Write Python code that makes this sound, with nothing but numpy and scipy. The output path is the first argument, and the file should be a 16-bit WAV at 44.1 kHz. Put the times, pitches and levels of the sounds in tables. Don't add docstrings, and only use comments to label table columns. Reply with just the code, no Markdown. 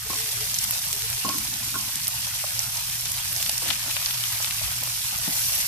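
import sys
import numpy as np
from scipy import signal
from scipy.fft import rfft, irfft
from scipy.io import wavfile
from scipy.ndimage import uniform_filter1d

SR = 44100
rng = np.random.default_rng(int(sys.argv[2]) if len(sys.argv) > 2 else 0)


def wav_record(signal):
    frames = np.transpose(np.atleast_2d(signal))
    bounded = np.clip(frames, -1, 1)
    quanta = np.round(bounded * 32767).astype(np.int16)
    wavfile.write(sys.argv[1], SR, quanta)


N = 250047
TIME = np.arange(N) / SR
FREQS = np.fft.rfftfreq(N, 1 / SR)
BAND_LIMIT_HZ = 14650
# freq_hz, left_minus_right_db
PORT_BALANCE = [(500, 7.5), (1100, 0.5), (1600, 3), (3200, 2.5), (4200, -0.5), (5500, -8), (7500, 0.5),
                (10000, 0.5), (12300, -2.5), (14000, 0)]


def sizzle():
    # freq_hz, relative_db
    spectrum = [(400, -21.5), (490, -17), (580, -8.5), (720, -9), (1050, -9), (1300, -10.5), (2000, -6.5),
                (2800, -3.5), (4000, -2), (5600, 2.4), (7200, -0.2), (8200, 2.5), (10300, -2), (12400, -3),
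                (14400, -6.5)]
    levels_db = (-32, -37.5, -34)
    crackle_below_hz, air_above_hz = 4000, 11120
    grains = steam_bursts(per_s=3200, spread_db=2.0, flurry_db=1.5, octaves=1.265, decay_s=0.00019)
    hiss = rng.standard_normal((2, N)) * gain_of(0.5 * drift(14))
    frying = rfft(evened(flicker(grains + gain_of(-4) * hiss)))
    frying *= gain_of(curve_at(spectrum, FREQS)) * panned(curve_at(PORT_BALANCE, FREQS))
    frying *= FREQS < BAND_LIMIT_HZ
    crackle = 1 / (1 + (FREQS / crackle_below_hz) ** 6)
    air = 1 - 1 / (1 + (FREQS / air_above_hz) ** 16)
    fizz = 1 - crackle - air
    bands = zip((fizz, crackle, air), levels_db, flares_db())
    return sum(evened(irfft(frying * band, N)) * gain_of(db + boost_db) for band, db, boost_db in bands)


def steam_bursts(per_s, spread_db, flurry_db, octaves, decay_s):
    pitches_hz = np.geomspace(600, 15000, 36)
    flurry = gain_of(flurry_db * drift(35))
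    out = np.zeros((2, N))
    for hz in pitches_hz:
        onsets = rng.random(N) < per_s / SR * hz / pitches_hz.sum() * flurry
        size_cap = np.interp(hz, [900, 2500], [2.4, 4.2])
        sizes = gain_of(spread_db * np.minimum(rng.exponential(1, N), size_cap))
        grain = reflections(puff(hz, octaves, decay_s, size=2048), wet_db=-3.5, t60_s=0.06)
        out += signal.oaconvolve((onsets * sizes)[None], grain, axes=1)[:, :N]
    return evened(out)


def flares_db():
    # start_s, rise_s, hold_s, release_s, fizz_boost_db, crackle_boost_db, air_boost_db
    flares = [(0.1, 0.06, 0.56, 0.41, 1.2, 0.94, 1.2), (3.26, 0.12, 0.045, 0.13, 1.5, 1, 2.5),
              (3.61, 0.063, 0.053, 0.08, 2, 5.5, 0.5), (3.81, 0.14, 0.54, 1, 0.9, 2, 1.5),
              (5.213, 0.17, 0.22, 0.19, 3.8, 2.3, 5.5)]
    first_handful_s, emptier_pan_db = 0.096, -3
    boost_db = np.zeros((3, N)) + emptier_pan_db * (TIME < first_handful_s)
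    for start_s, rise_s, hold_s, release_s, *peaks_db in flares:
        rise = np.clip((TIME - start_s) / rise_s, 0, 1)
        release = np.exp(-np.maximum(TIME - start_s - rise_s - hold_s, 0) / release_s)
        boost_db += np.outer(peaks_db, rise * release)
    return boost_db


def flicker(x, depth_db=3, corner_hz=2000):
    hz, _, spectra = signal.stft(x, SR, nperseg=1024, noverlap=768)
    patches = uniform_filter1d(rng.standard_normal(spectra.shape[1:]), size=5, axis=0)
    patches = evened(uniform_filter1d(patches, size=9, axis=1))
    swing_db = depth_db / np.hypot(1, hz[:, None] / corner_hz)
    return signal.istft(spectra * gain_of(swing_db * patches), SR, nperseg=1024, noverlap=768)[1][:, :N]


def oil_spits():
    # start_s, body_db, crack_db, top_db
    spits = [(0.543, -25, -9, -22), (0.5873, -27, -6, -12), (0.624, -32, -22, -22),
             (0.6404, -21, -15, -9.5), (0.709, -16, -24, -5), (0.8261, -42, -27, -22),
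             (0.9287, -11.5, -9, -14), (1.021, -13, -17, -20), (1.101, -30, -24, -11),
             (1.13, -15, -15, -26), (1.291, -12, -7, -30), (1.383, -15, -22, -11), (1.5392, -15, -12, -29),
             (1.7889, -31, -17, -13), (1.8106, -33, -7, -30), (1.9565, -19, -14, -12),
             (2.0707, -17, -8, -27), (2.0802, -26, -19, -3), (2.5922, -36, -4, -11),
             (2.6028, -16, -20, -20), (2.771, -23, -16, -30), (2.774, -26, -20, -27),
             (2.872, -35, -26, -23), (3.009, -36, -21, -15), (3.0554, -20, -11, -22),
             (3.1183, -27, -15, -9), (3.3284, -21, -27, -14), (3.3634, -17.5, -10.5, -29),
             (3.4145, -22, -15, -27), (3.4266, -11.5, -8, -11), (3.494, -11, -14, -8),
             (3.496, -12.5, -12, -29), (3.5796, -22, -10, -12), (4.06, -14, -7, -24),
             (4.325, -22, -22, -13), (4.4257, -19, -15, -16), (4.8357, -17, -25, -10),
             (5.186, -35, -29, -10), (5.485, -33, -17, -23), (5.5525, -34, -18, -8)]
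    out = np.zeros((2, N))
    for start_s, *colour_db in spits:
        add(out, start_s, pop(*colour_db))
    return gain_of(13.5) * panned(-1.5) * out


def leaf_snaps():
    # start_s, body_db, crack_db, top_db
    snaps = [(3.462, -8.5, -17, -20), (3.667, -15, -22, -28), (3.6878, -10, -24, -30),
             (3.704, -1.5, -18, -18), (3.7085, -3, -21, -25), (3.7343, -11.5, -24, -35),
             (3.7485, -26, -16, -35), (3.9063, -18, -15, -24), (3.9116, -10, -21, -14),
             (3.9668, -5, -29, -32), (4.062, -9, -27, -36), (4.109, -11, -24, -36), (4.2382, -6, -22, -15),
             (4.4449, -10, -12, -26), (4.509, -9.5, -8, -28)]
    min_gap_s, step_db = 0.0022, -10.5
    out = np.zeros((2, N))
    for start_s, *colour_db in snaps:
        for k in range(3):
            delay_s = k * min_gap_s * rng.uniform(1.0, 1.4)
            add(out, start_s + delay_s, gain_of(k * step_db) * pop(*colour_db))
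    return gain_of(11.5) * out


def leaf_rustle(crunches_per_s=110, spread_db=1):
    # start_s, length_s, relative_db
    runs = [(3.621, 0.16, -7), (3.884, 0.29, -5), (4.381, 0.16, -4), (4.724, 0.19, -19), (5.196, 0.5, -22)]
    crunch_db = np.array([-8, -13, -23])
    out = np.zeros((2, N))
    for start_s, length_s, db in runs:
        for size, *tint in rng.uniform(-1, 1, (round(length_s * crunches_per_s), 4)):
            colour_db = db + crunch_db + spread_db * (size + np.array(tint))
            add(out, start_s + length_s * rng.beta(2, 2), pop(*colour_db))
    return out


def pop(body_db, crack_db, top_db, right_lag_s=0.00004):
    hz = np.fft.rfftfreq(512, 1 / SR)
    # freq_hz, level_db
    colour = [(250, body_db - 31), (600, body_db - 24), (3110, body_db), (5600, crack_db),
              (11700, top_db)]
    ports = panned(curve_at(PORT_BALANCE, hz)) * np.exp(-2j * np.pi * np.outer([0, right_lag_s], hz))
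    spike = np.roll(irfft(1j * gain_of(curve_at(colour, hz)) * ports), 12, axis=1)
    scatter = puff(6500, octaves=3.2, decay_s=0.0007, size=256)
    return spike + gain_of(-1) * signal.fftconvolve(spike, scatter, axes=1)[:, :spike.shape[1]]


def clanks_and_thuds():
    # start_s, thud_db, ring_db, ring_hz
    clanks = [(0.101, -31.5, -30.5, 1070), (0.147, -43, -39, 990), (1.2481, -24, -23, 1080),
              (1.282, -39, -30, 830), (1.295, -36, -25, 1110), (1.343, -31.5, -31.5, 1120),
              (1.741, -38, -27, 1360), (1.755, -35, -24, 1290)]
    # start_s, relative_db, pitch_hz
    thuds = [(0.131, -31.5, 740), (2.088, -38.5, 1210), (2.271, -37, 882), (2.44, -29.5, 820),
             (3.055, -38, 950), (3.494, -32, 960), (3.62, -34, 610), (3.69, -36, 1080), (3.705, -29, 1100),
             (3.861, -39, 774), (3.966, -32, 930), (4.403, -33, 880), (4.613, -23.5, 62), (4.826, -36, 695),
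             (4.874, -36, 840), (5.155, -33.5, 68.4), (5.156, -50, 880), (5.277, -24, 217),
             (5.279, -37, 940)]
    pan_hz = 257
    out = np.zeros((2, N))
    for start_s, thud_db, ring_db, ring_hz in clanks:
        add(out, start_s, blow(thud_db, pan_hz, ring_db, ring_hz))
        boom = puff(pan_hz, octaves=0.91, decay_s=0.73, size=SR)[:1]
        add(out, start_s, gain_of(thud_db + 17) * boom)
    for start_s, db, pitch_hz in thuds:
        add(out, start_s, blow(db, pitch_hz, ring_db=db - 11, ring_hz=815))
    return reflections(out, wet_db=-14, t60_s=0.25)


def blow(thud_db, thud_hz, ring_db, ring_hz):
    # pitch_hz, relative_db, t60_s
    metal = [(206.5, 4.5, 0.69), (295, 7.5, 0.46), (654, 6, 0.071), (807, -6, 0.14), (890, -5, 0.078),
             (1032, -12, 0.43), (1078, -3.5, 0.076), (1090, -5.5, 0.21), (1400, -1.5, 0.092),
             (1480, -5, 0.066)]
    thud_decay_s, ring_rise_s = 3.4 / thud_hz, 0.0015
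    t = np.arange(SR // 2) / SR
    mid, side = puff(thud_hz, octaves=1 + thud_hz / 2200, decay_s=thud_decay_s, size=len(t))
    thud = mid + 0.55 * side * np.array([[1], [-1]])
    hz, mode_db, t60_s = np.transpose(metal)[:, :, None]
    excitation = 0.043 + np.exp(-(np.log2(hz / ring_hz) / 0.35) ** 2)
    port_phase = rng.normal(0, 0.63, (2, len(metal), 1))
    envelope = gain_of(mode_db - 60 * t / t60_s) * (1 - np.exp(-t / ring_rise_s))
    modes = excitation * envelope * np.sin(2 * np.pi * hz * t + port_phase)
    return gain_of(thud_db + 20) * thud + gain_of(ring_db) * modes.sum(1)


def low_rumble(pitch_hz=295):
    # start_s, length_s, level_db
    rumbles = [(0.283, 0.11, -60), (3.16, 0.76, -56.5), (3.624, 0.1, -48.5), (3.856, 0.059, -54),
               (4.47, 0.12, -62), (4.757, 0.18, -55)]
    noise = rng.standard_normal(N) * gain_of(3 * drift(40))
    return swells(rumbles) * evened(bandpass(noise, [0.75 * pitch_hz, 1.25 * pitch_hz]))


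def wok_note():
    # start_s, length_s, level_db
    notes = [(-0.1, 0.72, -53), (0.68, 0.87, -57.5)]
    return swells(notes) * tone(hz=428, db=4.5 * drift(14), waver_hz=15)


def steam_squeak():
    # time_s, pitch_hz, level_db
    glide = [(3.171, 2200, -52), (3.18, 2220, -39), (3.189, 2420, -42), (3.198, 2950, -41),
             (3.205, 3130, -38), (3.218, 3260, -41), (3.229, 3330, -54)]
    time_s, pitch_hz, level_db = np.transpose(glide)
    envelope_db = np.interp(TIME, time_s, level_db, left=-120, right=-120)
    return tone(np.interp(TIME, time_s, pitch_hz), envelope_db, waver_hz=35)


def appliance_hum():
    # pitch_hz, waver_hz, level_db
    partials = [(56.6, 4.1, -56), (113.2, 9.09, -50), (119.2, 8.86, -51.5)]
    # freq_hz, relative_db
    spectrum = [(20, -43), (45, -5), (80, 1.5), (130, 1), (170, -1.5), (230, -6.5), (290, -9.5), (400, -15)]
    mid, side = irfft(rfft(rng.standard_normal((2, N))) * gain_of(curve_at(spectrum, FREQS)), N)
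    rumble = gain_of(-42.5) * (evened(mid) + 0.4 * evened(side) * np.array([[1], [-1]]))
    hum = sum(tone(hz, db + 2.65 * drift(27), waver_hz) for hz, waver_hz, db in partials)
    return rumble * panned(1) + hum


def draught():
    air = bandpass(rng.standard_normal((2, N)), edges_hz=[28, 70])
    return gain_of(-55 + 2 * drift(0.78)) * evened(air * panned(8.4))


def reflections(x, wet_db, t60_s):
    t = np.arange(SR // 2) / SR
    tail = rng.standard_normal((2, len(t))) * gain_of(-60 * t / t60_s) * (t > 0.001)
    tail /= np.linalg.norm(tail, axis=1, keepdims=True)
    return x + gain_of(wet_db) * signal.oaconvolve(x, tail[:, :x.shape[1]], axes=1)[:, :x.shape[1]]


def puff(hz, octaves, decay_s, size):
    t = np.arange(size) / SR
    edges_hz = np.minimum(hz * 2 ** (np.array([-0.5, 0.5]) * octaves), [SR / 3, SR / 2.2])
    noise = bandpass(rng.standard_normal((2, size)) * np.exp(-t / decay_s), edges_hz)
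    return noise / np.linalg.norm(noise, axis=1, keepdims=True)


def tone(hz, db, waver_hz):
    return np.sqrt(2) * gain_of(db) * np.sin(2 * np.pi * np.cumsum(hz + waver_hz * drift(23.9)) / SR)


def swells(rows):
    return sum(gain_of(db) * np.sin(np.pi * np.clip((TIME - start_s) / length_s, 0, 1))
               for start_s, length_s, db in rows)


def drift(corner_hz):
    return evened(irfft(rfft(rng.standard_normal(N)) / (1 + (FREQS / corner_hz) ** 2), N))


def bandpass(x, edges_hz):
    return signal.lfilter(*signal.butter(2, edges_hz, "band", fs=SR), x)


def curve_at(points, hz):
    freq_hz, values = np.transpose(points)
    return np.interp(np.log(hz + 1), np.log(freq_hz), values)


def gain_of(db):
    return 10 ** (np.asarray(db) / 20)


def evened(x):
    return x / np.sqrt(np.mean(x ** 2) + 1e-20)


def panned(left_minus_right_db):
    return gain_of(np.array([[0.5], [-0.5]]) * left_minus_right_db)


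def add(mix, start_s, sound):
    part = mix[:, max(round(start_s * SR), 0):][:, :sound.shape[1]]
    part += sound[:, :part.shape[1]]


def scene():
    frying = sizzle()
    pops = oil_spits() + panned(7.2) * (leaf_snaps() + leaf_rustle())
    stove = frying + reflections(pops, wet_db=-8, t60_s=0.025) + clanks_and_thuds()
    return stove + low_rumble() + wok_note() + steam_squeak() + appliance_hum() + draught()


def record(dry):
    ceiling, gate_db, gate_corner_hz = 0.78, -60, 644
    clipped = ceiling * np.tanh(dry / ceiling)
    hz, _, spectra = signal.stft(clipped, SR, nperseg=1024, noverlap=896)
    level = abs(uniform_filter1d(abs(spectra).mean(0), size=5, axis=1)) + 1e-9
    threshold = gain_of(gate_db) / (1 + (hz[:, None] / gate_corner_hz) ** 4)
    opening = 1 / (1 + (threshold / level) ** 10)
    gated = signal.istft(spectra * opening, SR, nperseg=1024, noverlap=896)[1][:, :N]
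    lowpass = signal.firwin(511, BAND_LIMIT_HZ, window=("kaiser", 9), fs=SR)
    return signal.oaconvolve(gated, lowpass[None], "same", axes=1)


dry = scene()
out = record(dry)
wav_record(out)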